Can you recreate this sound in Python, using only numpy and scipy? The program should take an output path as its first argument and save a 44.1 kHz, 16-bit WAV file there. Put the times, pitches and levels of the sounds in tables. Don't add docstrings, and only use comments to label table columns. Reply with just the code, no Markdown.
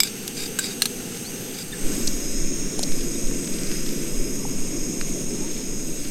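import sys
import numpy as np
from scipy import signal
from scipy.fft import rfft, irfft
from scipy.io import wavfile
from scipy.ndimage import uniform_filter1d, map_coordinates

SR = 44100
rng = np.random.default_rng(int(sys.argv[2]) if len(sys.argv) > 2 else 0)


def dump(signal):
    limited = np.clip(np.atleast_2d(signal).T, -1, 1)
    pcm = np.round(limited * 32767).astype(np.int16)
    wavfile.write(sys.argv[1], SR, pcm)


def to_linear_factor(level_db):
    exponent = np.asarray(level_db, float) / 20
    return 10 ** exponent


N = 269010
TIME_S = np.arange(N) / SR

# t/s, position (0 side, 1 front, 2 low down)
BEARING = [(0, 0.11), (1.72, 0.1), (1.86, 0.39), (2.1, 0.64), (2.3, 1), (2.55, 1.8), (2.8, 1.8),
           (3.0, 0.83), (3.3, 1.14), (3.6, 0.72), (4.0, .75), (4.3, 1.06), (4.7, 1.16), (5.1, 1.3),
           (5.6, 1.3), (6.1, 0.72)]
# t/s, nearness gain/dB, extra roar as it tips down/dB
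NEARNESS = [(0, -0.5, -2), (.25, 0, 0), (1.45, 0, .5), (1.7, -2, 0), (1.86, 4.5, 0), (1.98, 7, -.5),
            (2.2, 6, -3), (2.8, 6, -1), (3.9, 5, -0.15), (5.25, 4.5, 0.3), (5.6, 3.5, -0.5), (6.1, 3, -1.5)]
# f/Hz, width/Hz, side density/dB, front/dB, low down/dB
CAVITIES = [(1430, 620, -6, -14, -14.5), (2204, 660, -5.5, -9, -10), (2760, 430, -2.5, -11, -12),
            (3355, 620, -6, -16, -16), (3920, 580, -9, -13.5, -15), (4610, 530, -6.5, -10.5, -13),
            (5133, 170, -4.5, 0.5, 0), (5470, 310, -9, -9.5, -7), (5690, 220, -4, -5.5, -2.5),
            (6123, 230, 3, -5, -18), (6520, 140, 4.5, -1.5, 1), (6556, 436, -4.5, 4, 3.5),
            (7400, 540, -3, -5, -7.5), (8125, 384, -1, 0.5, -2), (8600, 440, 1, -9.5, -4),
            (8990, 325, -5, -7.5, -11.5), (9600, 540, -15, -13, -11), (10320, 510, -6.5, -17.5, -19),
            (11260, 650, -9, -10, -18.5), (12300, 380, -6, -15, -21), (12650, 300, -0.5, -8.5, -11),
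            (13450, 700, -12, -20, -22), (14400, 900, -16, -26, -25), (15600, 600, -18, -30, -25)]
# lowest f/Hz, highest f/Hz
FINS_HZ = (5000, 5600)
# f/Hz, width/Hz, depth 0-1 at side, front, low down
NULLS = [(2964, 146, 0, 0.75, .6), (4450, 340, 0, .75, 0.67), (6020, 230, 0, 0.093, 0.68),
         (7210, 460, .3, .5, .1), (7900, 480, 0, 0.27, 1), (9700, 350, .6, .3, .4),
         (10900, 380, 0.4, .5, 0.65)]
# f/Hz, density/dB
ROAR_SIDE = [(21, -54), (35, -21), (54, -21.5), (145, -4), (232, -1.5), (323, -9.5), (418, -2), (479, -6.5),
             (549, -24.5), (777, -14.5), (975, -31), (1300, -29), (1690, -52), (2860, -120)]
ROAR_FRONT = [(32, -46), (55, -19), (70, -24), (141, -4.5), (236, -1), (291, -0.5), (390, -6), (628, -19),
              (766, -30), (874, -27), (1300, -30.5), (1690, -55), (2860, -120)]
# t/s, level/dB
JOLTS = [(.42, -34), (1.0, -42), (1.83, -23.5), (2.08, -25), (2.45, -19), (2.94, -15.5), (3.3, -20),
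         (3.82, -19.5), (4.2, -18.5), (4.6, -23), (5.45, -29), (6.0, -23.5)]
# f/Hz, level/dB, t60/s
MUG_MODES = [(1545, -39, 0.061), (2276, -6.5, 0.079), (2334, -5.5, 0.077), (3500, -9, 0.13),
             (3820, -6, 0.071), (4780, -3.5, 0.075), (5065, 4.5, .045), (5400, -5.5, 0.068),
             (6930, -18, .05), (7690, -6, 0.15), (7850, 7, 0.026), (8900, -22, .03), (10600, -22, 0.02),
             (12200, -21, .05), (13960, -4, .06), (1770, -23, 0.024), (2960, -24, .02), (4200, -16, .02)]
# t/s, peak/dB, favoured mode f/Hz, crack/dB, ring share of free t60
CLINKS = [
    (.003, -7, 5065, -4, 0.71),
    (0.0336, -14.5, 7850, -10, 0.71),
    (0.2782, -29, 4780, -11.5, 0.42),
    (0.6432, -24, 4780, -30, .4),
    (1.5874, -26.5, 4780, -32, 0.56),
]
# f/Hz, level/dB, t60/s
FLOOR_MODES = [(1553, -8, 0.085), (1600, -11, 0.06), (2300, -25, .03), (3000, -7, 0.032),
               (3870, -4.5, 0.05), (4620, -7, 0.033), (7270, -2, 0.033), (7670, -0.5, .045),
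               (8160, -4, .04), (8800, -20, .025)]
# t/s, peak/dB
FLOOR_KNOCKS = [
    (0.5887, -17),
    (0.5925, -21.5),
    (0.6, -31),
]
# t/s, length/s, start level/dB, end level/dB
SCRAPES = [
    (.05, 0.033, -30, -37),
    (.372, .093, -32, -31),
    (0.594, 0.049, -35.5, -29),
    (0.649, 0.086, -32, -36),
    (1.543, 0.085, -40.5, -36),
]
# f/Hz, width/Hz, level/dB
SCRAPE_BODY = [(1630, 55, 4), (2430, 260, 4.5), (3810, 140, 7.5), (4600, 110, 8), (4830, 88, 10),
               (4870, 80, 3), (6260, 180, -12), (7000, 67, 6), (7600, 34, 12), (7800, 50, -37)]
# f/Hz, level/dB, t60/s
HANDLE_MODES = [(850, -17, 0.03), (1300, -15, 0.031), (1670, -11.5, .035), (2020, -18, 0.035),
                (2815, -3, 0.02), (3470, -21, .015), (3920, -3, 0.033), (4205, -0.5, 0.027),
                (4300, -2, 0.026), (4500, -12, 0.012), (5940, -5, .035), (6200, -13.5, .015),
                (7200, -7, .015), (8800, -1, .02), (9300, -2, 0.016), (11300, -11, 0.017),
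                (12570, -4, .025), (14770, -9, .015)]
# t/s, peak/dB
HANDLE_DROPS = [
    (0.8203, -7),
    (0.8245, -27),
    (.856, -14.5),
    (0.8584, -20),
]
# mid t/s, length/s, rms level/dB, centre f/Hz, width/Hz
RUSTLES = [
    (1.05, .35, -49, 1500, 1200),
    (5.55, 0.34, -45.5, 2600, 4000),
    (5.59, .06, -47, 890, 350),
]
# t/s, peak/dB, centre f/Hz, width/octaves
TICKS = [(1.145, -31, 2500, 1.9), (1.172, -24, 4000, 1.8), (1.259, -29, 5000, 1.5), (1.545, -32, 4200, .6),
         (2.92, -22, 3000, 2.7), (3.009, -26, 3200, 1.5), (3.27, -32, 4500, 1.1), (3.311, -30.5, 1300, 1.6),
         (3.444, -25, 4500, 2.0), (3.474, -23, 3000, 2.5), (3.537, -30, 4300, .73), (3.585, -25, 4000, 1.4),
         (3.634, -20, 5500, .62), (3.67, -27, 4500, .54), (3.715, -20, 2540, 3.1), (3.862, -27, 4200, 1.1),
         (3.89, -20.5, 4500, 1.3), (6.05, -30, 2500, 2.2)]
# t/s, length/s, peak rms level/dB, first f/Hz, last f/Hz
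CHIRPS = [
    (1.236, 0.071, -39.5, 3600, 4700),
    (1.31, .04, -54, 4500, 4520),
    (1.721, .015, -33.5, 3640, 3600),
    (1.726, .022, -35.5, 1863, 1710),
    (3.146, .023, -43, 3720, 3700),
    (5.39, .1, -49, 720, 940),
]
# t/s, peak/dB, centre f/Hz, width/octaves, length/ms
FINGER_KNOCKS = [(2.0724, -12, 6100, 1.26, 4.2), (2.0768, -9.5, 5200, 0.75, 3.7),
                 (2.073, -24.5, 2900, 1, 7.), (2.7922, -15, 9700, 0.27, 1.7),
                 (2.7925, -15.5, 5300, 1.2, 1.9), (2.7922, -19.5, 670, 1.2, 0.38),
                 (2.8295, -12.5, 5600, 1.9, 4.4), (2.8335, -11.5, 5140, 0.73, 4.6),
                 (2.8298, -25, 570, 0.72, 1.2), (4.451, -25.5, 650, .9, 2.6),
                 (5.0124, -14, 1880, 1.17, 0.11), (5.0125, -15.5, 3100, 1, .15)]

JET_DB, ROAR_DB = -38.5, -34.5
RESTING_DB, HELD_DB, TIRING_DB_PER_S = -45, -25, -1.6
LIFT_S, LIFT_TIME_S, JOLT_HALF_WIDTH_S = 1.72, 0.05, 0.092
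TREMOR_HZ, TREMOR_DB, HOUSING_HZ, HOUSING_DB = 11.5, -31, 31, -50
BITE_DB_PER_S, LET_GO_DB_PER_S = 1900, 1500
TICK_MS, TICK_MS_PER_DB = 1.8, 0.46
ARCH_DB, ARCH_TOP, GLIDE_EASE = 18, 0.45, 2.3


def rms_one(x):
    return x / np.sqrt(np.mean(x ** 2) + 1e-20)


def in_time(rows):
    s, *columns = np.transpose(rows)
    return [np.interp(TIME_S, s, column) for column in columns]


def drift(rate_hz):
    r = np.exp(-80 * np.pi * rate_hz / SR)
    white = rng.standard_normal(N // 40 + 2002)
    slow = signal.lfilter([1], [1, -2 * r, r * r], white)[2000:]
    return np.interp(np.arange(N) / 40, np.arange(len(slow)), rms_one(slow))


def band_pass(x, order, edges_hz):
    return signal.sosfilt(signal.butter(order, edges_hz, "band", fs=SR, output="sos"), x)


def resonate(x, hz, width_hz):
    r = np.exp(-np.pi * width_hz / SR)
    gain = (1 - r * r) / 2
    return signal.lfilter([gain, 0, -gain], [1, -2 * r * np.cos(2 * np.pi * hz / SR), r * r], x)


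def resonate_twice(x, hz, width_hz):
    return resonate(resonate(x, hz, width_hz), hz, width_hz)


def strike(modes, s, strengths_db, damping=1):
    hz, level_db, t60_s = np.transpose(modes)[:, :, None]
    t = TIME_S[:SR // 4]
    decay_db = level_db + np.reshape(strengths_db, (-1, 1)) - 60 * t / (t60_s * damping)
    ring = np.sum(to_linear_factor(decay_db) * np.sin(2 * np.pi * hz * t), axis=0)
    out = np.zeros(N)
    high_pass = signal.butter(2, 900, "high", fs=SR, output="sos")
    out[round(s * SR):][:len(t)] = signal.sosfilt(high_pass, ring)
    return out


def add_snap(out, s, peak_db, hz, octaves, ms):
    t = np.arange(round(ms * SR / 250) + 64) / (ms * SR / 1000)
    spectrum = rfft(rng.standard_normal(len(t)) * np.exp(-t ** 2 * 0.68))
    even = spectrum / uniform_filter1d(np.abs(spectrum), size=7)
    crackle = irfft(even, len(t)) * np.exp(-t ** 2 / 2)
    edges_hz = np.clip(hz * 2 ** (np.array([-0.5, 0.5]) * octaves), 50, 0.45 * SR)
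    snap = band_pass(crackle, 3, edges_hz)
    at = round(s * SR)
    out[at:at + len(snap)] += (to_linear_factor(peak_db) * snap / np.abs(snap).max())[:N - at]


def jet(level_db):
    (bearing,) = in_time(BEARING)
    white = rng.standard_normal((3, N))
    together_db = 0.46 * drift(25.0)
    out, fins = np.zeros(N), np.zeros(N)
    for k, (hz, width_hz, *by_bearing_db) in enumerate(CAVITIES):
        band = white[k % 3]
        for _ in range(3):
            band = resonate(band, hz, 1.886 * width_hz)
        heard_db = np.interp(bearing, [0, 1, 2], by_bearing_db)
        group = fins if FINS_HZ[0] < hz < FINS_HZ[1] else out
        group += to_linear_factor(heard_db + together_db + 1.25 * drift(2.15)) * band
    rise = 0.05 * np.clip(bearing - 1, 0, 1)
    out += map_coordinates(fins, [np.cumsum(1 + rise - rise.mean())], order=3, mode="nearest")
    for hz, width_hz, *by_bearing in NULLS:
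        depth = np.interp(bearing, [0, 1, 2], by_bearing)
        out = out - depth * resonate(out, hz, width_hz)
    return to_linear_factor(level_db + 10.5) * out


def roar(level_db):
    front = np.clip(in_time(BEARING)[0] * 1.76, 0, 1)
    edges_hz = 32 * 2 ** (np.arange(23) / 4)
    white = rng.standard_normal((2, N + SR // 4))
    out = 0
    for k, (low, high) in enumerate(zip(edges_hz, edges_hz[1:])):
        band = band_pass(white[k % 2], 3, [low, high])[-N:]
        side_db, front_db = (np.interp(np.log(low * high) / 2, np.log(hz), db)
                             for hz, db in (np.transpose(ROAR_SIDE), np.transpose(ROAR_FRONT)))
        out = out + to_linear_factor(side_db + front * (front_db - side_db) + 0.9 * drift(3.0)) * band
    return to_linear_factor(level_db - 0.06) * out / np.sqrt(uniform_filter1d(out ** 2, size=SR))


def wobble():
    slow = signal.butter(1, [1.5, 9.0], "band", fs=SR / 40, output="sos")
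    steep = signal.butter(5, 25.0, fs=SR / 40, output="sos")
    lumps = signal.sosfilt(np.vstack([slow, steep]), rng.standard_normal(N // 40 + 3002))[3000:]
    lumps = lumps / np.sqrt(uniform_filter1d(lumps ** 2, size=300))
    swings = signal.resample_poly(lumps, 40, 1)[:N]
    since_lift_s = TIME_S - LIFT_S
    held = np.clip(since_lift_s / LIFT_TIME_S, 0, 1)
    grip = to_linear_factor(RESTING_DB + held * (HELD_DB - RESTING_DB + TIRING_DB_PER_S * since_lift_s))
    jolts = sum(to_linear_factor(db) * np.exp(-((TIME_S - s) / JOLT_HALF_WIDTH_S) ** 2) for s, db in JOLTS)
    white = rng.standard_normal((2, N))
    shake = resonate(resonate(white[0], TREMOR_HZ, 5.0), TREMOR_HZ, 8.0)
    tremor = to_linear_factor(TREMOR_DB) * rms_one(shake)
    boom = to_linear_factor(HOUSING_DB) * rms_one(resonate_twice(white[1], HOUSING_HZ, 14.0))
    return np.hypot(grip, jolts) * swings + to_linear_factor(held * 22 - 22) * (tremor + boom)


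def spoon():
    out = np.zeros(N)
    for s, peak_db, spot_hz, crack_db, share in CLINKS:
        near = np.exp(-(np.log(np.array(MUG_MODES)[:, 0] / spot_hz) / 0.035) ** 2)
        scatter_db = 1.5 * rng.standard_normal(len(MUG_MODES))
        out += strike(MUG_MODES, s, peak_db - 6.0 + 2.1 * near + scatter_db, share)
        add_snap(out, s, crack_db, hz=5930, octaves=2.13, ms=3.2)
    for s, peak_db in FLOOR_KNOCKS:
        out += strike(FLOOR_MODES, s, peak_db)
        add_snap(out, s, peak_db + 5.5, hz=6500, octaves=3.9, ms=3.7)
    return out


def scrape():
    sizes = to_linear_factor(2.5 * np.minimum(rng.exponential(1, N), 4))
    slips = sizes * rng.choice([-1, 1], N) * (rng.random(N) < 9000 / SR)
    body = sum(to_linear_factor(db) * resonate(slips, hz, 1.2 * width_hz) for hz, width_hz, db in SCRAPE_BODY)
    rasp = resonate_twice(slips, 3800, 9000)
    both = rms_one(body) + to_linear_factor(-6.0) * rms_one(rasp)
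    stroke = 0
    for s, length_s, first_db, last_db in SCRAPES:
        end_s = s + length_s
        drag_db = np.interp(TIME_S, [s, end_s], [first_db, last_db])
        bite_db = BITE_DB_PER_S * np.maximum(s - TIME_S, 0)
        let_go_db = LET_GO_DB_PER_S * np.maximum(TIME_S - end_s, 0)
        stroke = stroke + to_linear_factor(drag_db - bite_db - let_go_db)
    return stroke * to_linear_factor(1.7 * drift(60.0)) * rms_one(both)


def handle():
    out = np.zeros(N)
    for s, peak_db in HANDLE_DROPS:
        scatter_db = 1.5 * rng.standard_normal(len(HANDLE_MODES))
        out += strike(HANDLE_MODES, s, peak_db - 4.5 + scatter_db)
        add_snap(out, s, peak_db + 4.0, hz=4500, octaves=2.05, ms=1.9)
        add_snap(out, s, peak_db - 11.0, hz=5000, octaves=1.9, ms=22.0)
    return out


def rustles():
    out = np.zeros(N)
    grain = rng.standard_normal(N) * to_linear_factor(2.7 * drift(40.0))
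    for s, length_s, db, hz, width_hz in RUSTLES:
        swell = np.cos(np.pi * np.clip((TIME_S - s) / length_s, -0.5, 0.5))
        out += to_linear_factor(db) * swell * rms_one(resonate_twice(grain, hz, width_hz))
    return out


def ticks():
    out = np.zeros(N)
    for s, db, hz, octaves in TICKS:
        add_snap(out, s, db, hz, octaves, TICK_MS - TICK_MS_PER_DB * (db + 18))
    return out


def bird():
    out, flutter = 0, drift(150.0)
    for s, length_s, db, first_hz, last_hz in CHIRPS:
        part = np.clip((TIME_S - s) / length_s, 0, 1)
        hz = last_hz + (first_hz - last_hz) * (1 - part) ** GLIDE_EASE
        arch = np.interp(part, [0, ARCH_TOP, 1], [1, 0, 1]) ** 2
        level = to_linear_factor(db - ARCH_DB * arch + 1.5 * flutter) * (arch < 1)
        phase = 2 * np.pi * np.cumsum(hz + 40 * flutter) / SR
        out = out + np.sqrt(2) * level * np.sin(phase)
    return out


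def finger_knocks():
    out = np.zeros(N)
    for row in FINGER_KNOCKS:
        add_snap(out, *row)
    return out


def scene():
    near_db, tip_db = in_time(NEARNESS)
    stove = jet(JET_DB + near_db) + roar(ROAR_DB + near_db + tip_db)
    mug = spoon() + scrape() + handle()
    handling = wobble() + rustles() + ticks() + finger_knocks()
    mono = stove + mug + handling + bird()
    return np.stack([mono, mono])


def band_limit(x):
    return signal.sosfilt(signal.butter(12, 16810, fs=SR, output="sos"), x)


def record(dry):
    rounded = np.tanh(dry) * 0.97
    low_pass = signal.ellip(10, 0.5, 45, 15850, fs=SR, output="sos")
    return band_limit(signal.sosfilt(low_pass, rounded))


dry = scene()
out = record(dry)
dump(out)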